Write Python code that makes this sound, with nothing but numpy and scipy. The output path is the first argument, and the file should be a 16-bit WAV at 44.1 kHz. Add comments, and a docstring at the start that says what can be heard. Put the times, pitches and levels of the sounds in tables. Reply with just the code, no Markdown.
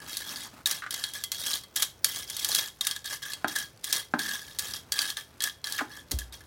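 """Trowel spreading gravel

A steel hand trowel works a heap of crushed gravel beside a house wall, in quiet outdoor air.
Stones clack on the steel, then crunch in tiny avalanches while the dragged blade rings and chatters.
Grit trickles, soles shuffle, and now and then the trowel knocks a hollow plastic post.
The wall returns a short echo; near the end something heavy thuds on the soil."""
import sys
import numpy as np
from scipy import signal
from scipy.fft import rfft, irfft, next_fast_len
from scipy.io import wavfile
from scipy.ndimage import map_coordinates

SR = 44100
rng = np.random.default_rng(int(sys.argv[2]) if len(sys.argv) > 2 else 0)


def dump(signal):
    """Clip the signal to [-1, 1] and save it as 16-bit WAV at the path in sys.argv[1]."""
    limited = np.clip(np.atleast_2d(signal).T, -1, 1)
    pcm = np.round(limited * 32767).astype(np.int16)
    wavfile.write(sys.argv[1], SR, pcm)


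N = 284886

# colour of the outdoor air: f/Hz, level/dB
AIR_COLOUR = [(20, -19), (40, -9.5), (65, 0.5), (120, 1), (200, -8), (400, -8.5), (800, -13), (1600, -16.5),
              (3000, -24), (8000, -40), (16000, -49)]
# decay of the yard's echo: f/Hz, t60/s
YARD_DECAY = [(100, 0.96), (500, 0.24), (3000, 0.25), (9000, 0.22), (16000, 0.22)]
# soles shifting on loose soil: t/s, length/s, level/dB
SOLE_SHIFTS = [(0.0, 0.081, -53), (.25, 0.23, -52), (0.51, .1, -51.5), (3.352, 0.075, -57),
               (4.815, 0.086, -60.5), (5.283, 0.13, -60.5)]
# colour of the shuffling: f/Hz, level/dB
SOLE_COLOUR = [(40, -25), (110, -4.5), (250, 4), (500, -6.5), (800, -1), (1300, 1), (2200, -6.5),
               (5000, -13), (16000, -19)]
# dull blows on the soil: t/s, shake level/dB, puff level/dB
SOIL_THUDS = [(6.129, -28.5, -38.5)]
# modes of the soil under a heavy blow: f/Hz, level/dB, t60/s
SOIL_MODES = [(59.7, -0.5, 0.46), (75, -1, 0.23), (112.6, -7, 0.17), (192, -25, 0.25)]
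# the trowel hitting the post: t/s, level/dB, depth/dB, edge/dB
POST_KNOCKS = [(0.819, -36, -31, -7.5), (0.834, -40, -31, -5), (0.861, -32, -29, -11),
               (3.443, -9.5, -24.5, -34.5), (4.136, -15, -14.5, -27), (5.785, -30, -53, -6.5),
               (5.79, -26.5, -26, -11), (5.807, -21, -22.5, -24), (5.812, -27.5, -12.5, -26)]
# modes of the hollow post: f/Hz, level/dB, t60/s
POST_MODES = [(241.7, -9, 0.1), (302, -10.5, 0.11), (392, -11.5, 0.059), (606, -14, 0.056),
              (775, -0.5, 0.034), (1020, 0, 0.027), (1250, -7.5, 0.065), (1424, 5, 0.021), (1580, 2, 0.035)]
# colour of the post's loose rattle against the wall: f/Hz, level/dB
RATTLE_COLOUR = [(50, -48), (150, 1.5), (270, 11), (400, 4.5), (550, -15), (850, 7), (1150, -11),
                 (1700, -4), (2400, -16.5), (8000, -51)]
# colour of the trowel's edge catching the plastic: f/Hz, level/dB
EDGE_COLOUR = [(200, -34), (700, -35), (1150, 5.5), (1600, 8), (2400, -3.5), (3200, -9.5), (4500, -13),
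               (7000, -19), (16000, -34)]
# modes of the steel blade: f/Hz, level/dB, t60/s
BLADE_MODES = [(1160, -14.5, 0.17), (1617, -12, 0.057), (1650, -15, 0.023), (2043, -7.5, 0.14),
               (2730, -31, 0.19), (3143, -15, 0.49), (3220, -2, 0.16), (3314, 0.5, 0.15), (3620, -16, 0.23),
               (3778, 3.5, 0.055), (3950, -14, 0.029), (4362, 9.5, 0.03), (4370, -3.5, 0.037),
               (5070, -3.5, 0.041), (7000, -11, .02), (8110, 2, 0.013), (9460, 5, 0.016)]
# colour of the blade flexing on the stones: f/Hz, level/dB
FLEX_COLOUR = [(300, -59.5), (900, -30), (1180, -9), (1450, -21), (1590, -1), (1665, 8), (1760, 2.5),
               (1880, -8), (2030, -11), (2400, -28), (5000, -52)]
# steel striking single large stones: t/s, level/dB, brightness/dB
STONE_HITS = [(.169, -17, -5), (.3586, -19.5, -26), (.6577, -8, -12), (.67, -16, -2.5), (.7108, -12, -6),
              (.9068, -16.5, -8.5), (.9401, -8.5, -15), (1.0382, -7, -41), (1.1356, -25, -3),
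              (1.2373, -17, -4.5), (1.3172, -14, -6.5), (1.3458, -19, -14), (1.4666, -13, -10),
              (1.513, -11, -19), (1.5315, -13, -19), (1.6357, -31.5, -9), (1.7609, -14, -2),
              (1.8218, -2.5, -12.5), (1.8277, -3.5, -16), (2.0441, -1.5, -9), (2.1595, -17, -11),
              (2.2989, -16, -8.5), (2.366, -19.5, -4.5), (2.395, -21, -4.5), (2.4457, -11, -5),
              (2.4876, -19, -1.5), (2.516, -11, -16), (2.5483, -11, -2), (2.5867, -13, -19),
              (2.809, -8.5, -13), (2.849, -19, -7), (2.8683, -3, -12), (2.9102, -7.5, -20),
              (2.9622, -18, -13), (3.043, -26, -24), (3.0572, -20, -10), (3.2268, -17, -29),
              (3.3183, -22, -17), (3.3338, -13.5, -18), (3.481, -15.5, -10.5), (3.5597, -19.5, -2.5),
              (3.5855, -20.5, -2.5), (3.8416, -16, -4.5), (3.9262, -4.5, -10.5), (3.9614, -16.5, -7),
              (4.1914, -11.5, -13), (4.5865, -14.5, -5), (4.5919, -17.5, -3.5), (4.9202, -5.5, -12.5),
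              (4.9894, -3.5, -24), (5.017, -10.5, -10.5), (5.0528, -15, -31), (5.0767, -23, -16),
              (5.1012, -13.5, -14.5), (5.1692, -12.5, -32), (5.4042, -11.5, -35), (5.4209, -12, -10),
              (5.438, -6.5, -10.5), (5.6415, -14, -30), (5.67, -15, -33), (5.7225, -18.5, -4),
              (6.115, -17.5, -2.5), (6.1872, -20.5, -2.5)]
# colour of the clacks: f/Hz, level/dB
CLACK_COLOUR = [(100, -27), (600, -22), (1300, -10.5), (2400, -11), (3300, -2.5), (4200, -1.5),
                (6000, -1.5), (8000, -4), (11000, -4.5), (16000, -11)]
# drags through the heap: t/s, length/s, opening level/dB, closing level/dB, chatter over crunch/dB
DRAGS = [(0.0, .07, -45.5, -50.5, -0.5), (.075, .375, -38.5, -40.5, -10), (0.657, .12, -30.5, -38.5, -11.5),
         (.906, .19, -38, -41.5, -7), (1.142, .08, -36, -43, -5.5), (1.317, .235, -39.5, -30, -15.5),
         (1.757, .08, -29.5, -34.5, -11.5), (2.042, .19, -35, -38, -14), (2.268, .325, -44.5, -27, -13),
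         (2.607, .065, -38, -38, -7), (2.806, .16, -41.5, -41, -4), (3.041, .095, -41.5, -32.5, -5),
         (3.218, .12, -38, -42, -2), (3.473, .06, -41, -39, -2.5), (3.55, .088, -33.5, -39.5, -4),
         (3.831, .075, -46.5, -35.5, -6.5), (3.923, .075, -29, -34, -9), (4.185, .17, -36, -35, -2.5),
         (4.386, .18, -43, -51, -4.5), (4.587, .18, -39.5, -36, -9.5), (4.918, .19, -35, -36, -4.5),
         (5.163, .03, -40, -38, 0), (5.406, .062, -42, -32.5, -0.5), (5.641, .16, -38.5, -37.5, -5.5),
         (5.879, .1, -56.5, -44.5, 3), (6.11, .012, -24, -43, -25), (6.187, .03, -47, -45, 0.5),
         (6.322, .025, -39, -45, -7.5), (6.404, 0.016, -50, -59, 2)]
# colour of the crunch: f/Hz, level/dB
CRUNCH_COLOUR = [(60, -30), (200, -11.5), (600, -11.5), (1200, -8), (1800, -7.5), (2500, -8.5),
                 (3300, -2.5), (4300, -2), (5500, 0.5), (7500, -6), (10000, -4.5), (16000, -9.5)]

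TOP_HZ = 16000  # ceiling of the grains and of the mix
SOLE_RAMP_S = 0.017  # a sole takes up or gives back its weight
SMALL_OVER_CRUNCH_DB, SMALL_SCATTER_DB, SMALL_BRIGHT_DB = 11, 0.5, -13.5  # lesser stones in a drag
RING_DB, RING_GROWS = -29.5, 0.58  # the free blade's ring, and its dB per dB of blow
FLEX_DB, FLEX_GROWS = -35, .5  # the blade's flex, and its dB per dB of blow
BURIED_DB, BURIED_T60_S = -5.5, .5  # extra damping of a blow's ring inside the heap
BITE_S = .003  # the blade sinks in
STOP_DB_PER_S, LIFT_DB_PER_S = 363, 482  # release of the crunch and of the chatter as the blade lifts
SETTLE_DB, SETTLE_DB_PER_S = -21.5, 124  # a few stones keep sliding for longer


def amp(db):
    """Decibels to gain."""
    return 10 ** (np.asarray(db) / 20)


def unit(x):
    """Scale to rms 1."""
    return x / np.sqrt(np.mean(x ** 2) + 1e-20)


def fade(t, t60):
    """A decay that loses 60 dB in t60 seconds."""
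    return np.exp(-np.log(1000) * t / t60)


def along(points, hz):
    """Read a curve of (f/Hz, value) points on a log frequency axis."""
    f, value = np.transpose(points)
    return np.interp(np.log(hz + 1), np.log(f), value)


def wobble(rate):
    """A smooth random curve with rate knots a second."""
    knots = rng.standard_normal(int(N * rate / SR) + 4)
    return map_coordinates(knots, [np.arange(N) * rate / SR])


def add(track, s, sound):
    """Mix a sound into the track at s seconds."""
    start = max(round(s * SR), 0)
    track[start:start + len(sound)] += sound[:N - start]


def filtered(x, kind, hz, order=1):
    """A gentle Butterworth low, high or band pass."""
    return signal.sosfilt(signal.butter(order, hz, kind, fs=SR, output="sos"), x)


def coloured(x, colour, size=4096):
    """Minimum-phase EQ that keeps attacks sharp; white noise holds its level."""
    gain = unit(amp(along(colour, np.fft.rfftfreq(size, 1 / SR))))
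    cepstrum = irfft(np.log(gain))
    cepstrum[1:size // 2] *= 2
    cepstrum[size // 2 + 1:] = 0
    return signal.fftconvolve(x, irfft(np.exp(rfft(cepstrum))))[:len(x)]


def burst(t, t60):
    """A decaying burst of white noise."""
    return rng.standard_normal(len(t)) * fade(t, t60)


def ring(modes, t, scatter_db):
    """Decaying modes, struck with new strengths and signs at every blow."""
    hz, db, t60 = np.transpose(modes)[:, :, None]
    strength = amp(db + scatter_db * rng.standard_normal(hz.shape)) * rng.choice([-1, 1], hz.shape)
    return np.sum(strength * np.sin(2 * np.pi * hz * t) * fade(t, t60), axis=0)


def grains(rate, spread_db, t60, size=512):
    """Small stone-on-stone clinks of random pitch and size, rms 1."""
    when, pitch, rank, length = rng.random((int(rate * N / SR), 4)).T[:, :, None]
    t = np.arange(size) / SR
    strength = amp(-spread_db * np.log(rank + 0.024))
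    ticks = strength * np.sin(2 * np.pi * pitch * TOP_HZ * t) * fade(t, t60 * (.5 + length))
    positions = (when * N).astype(int) + np.arange(size)
    return unit(np.bincount(positions.ravel(), ticks.ravel(), N + size)[:N])


def slips(rate, spread_db, t60):
    """Friction force of rms 1: stones catch and give way in small avalanches."""
    when, rank = rng.random((int(rate * N / SR), 2)).T
    strength = amp(-spread_db * np.log(rank + 0.059))
    energy = np.bincount((when * N).astype(int), strength ** 2, N)
    return unit(np.sqrt(signal.lfilter([1], [1, -fade(1 / SR, t60) ** 2], energy)))


def outdoor_air():
    """A quiet bed of air with a slowly swelling distant rumble."""
    swell_db = 1.2 * wobble(3)
    return amp(-57.5 + swell_db) * unit(coloured(rng.standard_normal(N), AIR_COLOUR))


def yard_echo(x):
    """The wall and the ground return a short, diffuse echo."""
    hz, t, noise = signal.stft(rng.standard_normal(SR // 2), SR, nperseg=256)
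    envelope = fade(t, along(YARD_DECAY, hz)[:, None]) * (1 - fade(t, 0.0037))
    tail = signal.istft(noise * envelope, SR)[1]
    return signal.fftconvolve(x, tail / np.linalg.norm(tail))[:N]


def trickle():
    """Fine grit keeps settling, a faint fizz under the strokes."""
    flow = slips(rate=1200, spread_db=10, t60=0.031)
    specks = flow * grains(rate=4300, spread_db=-3, t60=0.0027)
    return amp(-64.5) * unit(coloured(specks, CRUNCH_COLOUR))


def shuffling():
    """Soles grind softly over the soil as the crouching worker shifts weight."""
    t = np.arange(N) / SR
    weight = np.zeros(N)
    for s, length, db in SOLE_SHIFTS:
        corners = [s, s + SOLE_RAMP_S, s + length, s + length + SOLE_RAMP_S]
        weight += amp(db) * np.interp(t, corners, [0, 1, 1, 0])
    grind = slips(rate=250, spread_db=4, t60=0.063) * rng.standard_normal(N)
    return weight * coloured(grind, SOLE_COLOUR)


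def thuds():
    """A heavy, soft blow packs the loose soil with a puff, then shakes the ground."""
    ground = np.zeros(N)
    t = np.arange(SR // 2) / SR
    puff_colour = [(60, -8), (200, -1.5), (450, -7), (1000, -17.5), (4000, -29)]  # f/Hz, level/dB
    for s, shake_db, puff_db in SOIL_THUDS:
        shake = ring(SOIL_MODES, t, scatter_db=3) * (1 - fade(t, 0.014))
        puff = coloured(burst(t, 0.23), puff_colour)
        add(ground, s, amp(shake_db) * shake)
        add(ground, s - .013, amp(puff_db) * puff)
    return ground


def knocks():
    """The plastic post answers the trowel with a dull, hollow tock; deep blows reach its low modes."""
    post = np.zeros(N)
    t = np.arange(SR // 2) / SR
    for s, db, depth_db, edge_db in POST_KNOCKS:
        modes = ring(POST_MODES, t, scatter_db=1)
        rattle = coloured(burst(t, 0.27), RATTLE_COLOUR)
        tock = modes + 0.17 * rattle
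        low = filtered(tock, "band", [180, 700], order=2)
        high = filtered(tock, "high", 700)
        body = amp(.5 * (depth_db + 14)) * high - amp(depth_db + 21) * low
        edge = amp(edge_db + 18) * coloured(burst(t, 0.082), EDGE_COLOUR)
        steel = amp(-30.5) * ring(BLADE_MODES[4:], t, scatter_db=1)  # the trowel's upper modes
        add(post, s + 0.00212, amp(db - 8) * (body + edge + steel))
    return post


def bent(x, swing_s):
    """Changing pressure on the blade makes its pitch wander."""
    return map_coordinates(x, [np.arange(N) + swing_s * SR * wobble(14)])


def strokes():
    """Crunch, chatter and blade-in-heap envelopes: each drag bites, swells or eases, then settles."""
    crunch_power, chatter_power, buried = np.zeros((3, N))
    age = np.arange(SR) / SR
    for s, length, first_db, last_db, chatter_db in DRAGS:
        bite = np.clip(age / BITE_S, 0, 1)
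        effort = amp(np.interp(age, [0, length], [first_db, last_db])) * bite
        lifted = np.maximum(age - length, 0)
        settling = np.maximum(amp(-STOP_DB_PER_S * lifted), amp(SETTLE_DB - SETTLE_DB_PER_S * lifted))
        add(crunch_power, s, (effort * settling) ** 2)
        add(chatter_power, s, (effort * amp(chatter_db - LIFT_DB_PER_S * lifted)) ** 2)
        add(buried, s, age < length)
    crunch_db = 10 * np.log10(crunch_power + 1e-12)
    chatter_db = 10 * np.log10(chatter_power + 1e-12)
    return crunch_db, chatter_db, np.minimum(buried, 1)


def small_stones(crunch_db, buried, count):
    """Cues for light clacks scattered along the drags; a harder drag strikes them harder."""
    progress = (np.arange(count) + rng.random(count)) / count
    at = np.searchsorted(np.cumsum(buried), progress * buried.sum()).clip(0, N - 1)
    level_scatter, bright_scatter = rng.standard_normal((count, 2)).T
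    db = crunch_db[at] + SMALL_OVER_CRUNCH_DB + SMALL_SCATTER_DB * level_scatter
    return list(zip(at / SR, db, SMALL_BRIGHT_DB + 4 * bright_scatter))


def stone_crack(t, bright_db):
    """One stone cracks against the steel and jostles its neighbours within milliseconds."""
    force = fade(t, 0.015) + 0.14 * fade(t, 0.08)
    for lag, share in zip(rng.uniform(0.0022, 0.012, size=2), rng.random(2)):
        force += 0.18 * share * (t > lag) * fade(np.abs(t - lag), 0.011)
    pings = ring([(hz, 0, .012) for hz in rng.uniform(5350, 12070, size=3)], t, scatter_db=4)
    # where the stone meets the blade sets the pitch of the clink
    clink = ring([(hz, 0, .022) for hz in rng.uniform(3620, 4660, size=2)], t, scatter_db=5.5)
    # a blunt contact trades its treble for a rounder clink
    bluntness = amp(np.clip(-.35 * (bright_db + 7.5), -5, 7))
    attack = 1 - fade(t, 0.0049)
    crack = attack * (force * rng.standard_normal(len(t)) + .15 * pings + 0.16 * bluntness * clink)
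    dull = filtered(crack, "low", 5500)
    return dull + amp(1.025 * (bright_db + 12)) * (crack - dull)


def clacks(blows, buried):
    """Each struck stone flexes the blade and leaves it ringing, softer and shorter inside the heap."""
    stones, steel, flex = np.zeros((3, N))
    t = np.arange(SR // 5) / SR
    for s, db, bright_db in blows:
        add(stones, s + 0.00046, amp(db - 9) * stone_crack(t, bright_db))
        in_heap = buried[round(s * SR):][:SR // 100].any()
        damping = amp(BURIED_DB) * fade(t, BURIED_T60_S) if in_heap else 1
        ringing = damping * ring(BLADE_MODES, t, scatter_db=3.5)
        add(steel, s + .0005, amp(RING_DB + RING_GROWS * db) * ringing)
        add(flex, s, amp(FLEX_DB + FLEX_GROWS * db) * burst(t, 0.03))
    blade = steel + coloured(flex, FLEX_COLOUR)
    return coloured(stones, CLACK_COLOUR) + bent(blade, swing_s=.00008)


def scraping(crunch_db, chatter_db):
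    """The dragged blade shoves stones over each other, sings with them and chatters on them."""
    force = slips(rate=750, spread_db=3, t60=0.022)
    snaps = grains(rate=120, spread_db=9, t60=0.0021)  # sharp corners chip off
    clinks = grains(rate=4000, spread_db=3, t60=0.011)
    grind = force * unit(clinks + 0.5 * rng.standard_normal(N))
    contacts = amp(crunch_db) * (grind + 0.19 * snaps)
    # a lighter stroke gives a duller crunch
    dull = filtered(contacts, "low", 7000)
    treble = amp(np.clip(0.19 * (crunch_db + 29), -3, 3))
    drive = dull + treble * (contacts - dull)
    t = np.arange(SR // 3) / SR
    steel = ring(BLADE_MODES, t, scatter_db=3.5) * fade(t, 0.12)  # the heap damps the blade
    singing = signal.fftconvolve(drive, steel / np.linalg.norm(steel))[:N]
    # the blade flexes in short swells as it rides over stones, less so under light pressure
    riding = unit(amp(2.5 * wobble(55)) * force)
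    pressed = amp(np.clip(1.1 * (chatter_db + 47.5), -9, 0))
    chatter = coloured(riding * pressed * rng.standard_normal(N) * amp(chatter_db), FLEX_COLOUR)
    blade = amp(-8.5) * singing + amp(-0.86) * chatter
    return amp(-2.5) * coloured(drive, CRUNCH_COLOUR) + bent(blade, swing_s=0.000215)


def scene():
    """Trowel, gravel and post in the open yard, in mono."""
    crunch_db, chatter_db, buried = strokes()
    blows = list(STONE_HITS) + small_stones(crunch_db, buried, count=36)
    work = scraping(crunch_db, chatter_db) + clacks(blows, buried) + knocks() + trickle() + shuffling()
    return (work + amp(-11) * yard_echo(work) + thuds() + outdoor_air())[None]


def record(dry):
    """Master EQ: roll off the deepest rumble and cut everything above TOP_HZ."""
    thinned = filtered(dry, "high", 31, order=2)
    size = next_fast_len(N + SR // 2)
    passband = np.fft.rfftfreq(size, 1 / SR) < TOP_HZ
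    return irfft(rfft(thinned, size) * passband, size)[:, :N]


dry = scene()
out = record(dry)
dump(out)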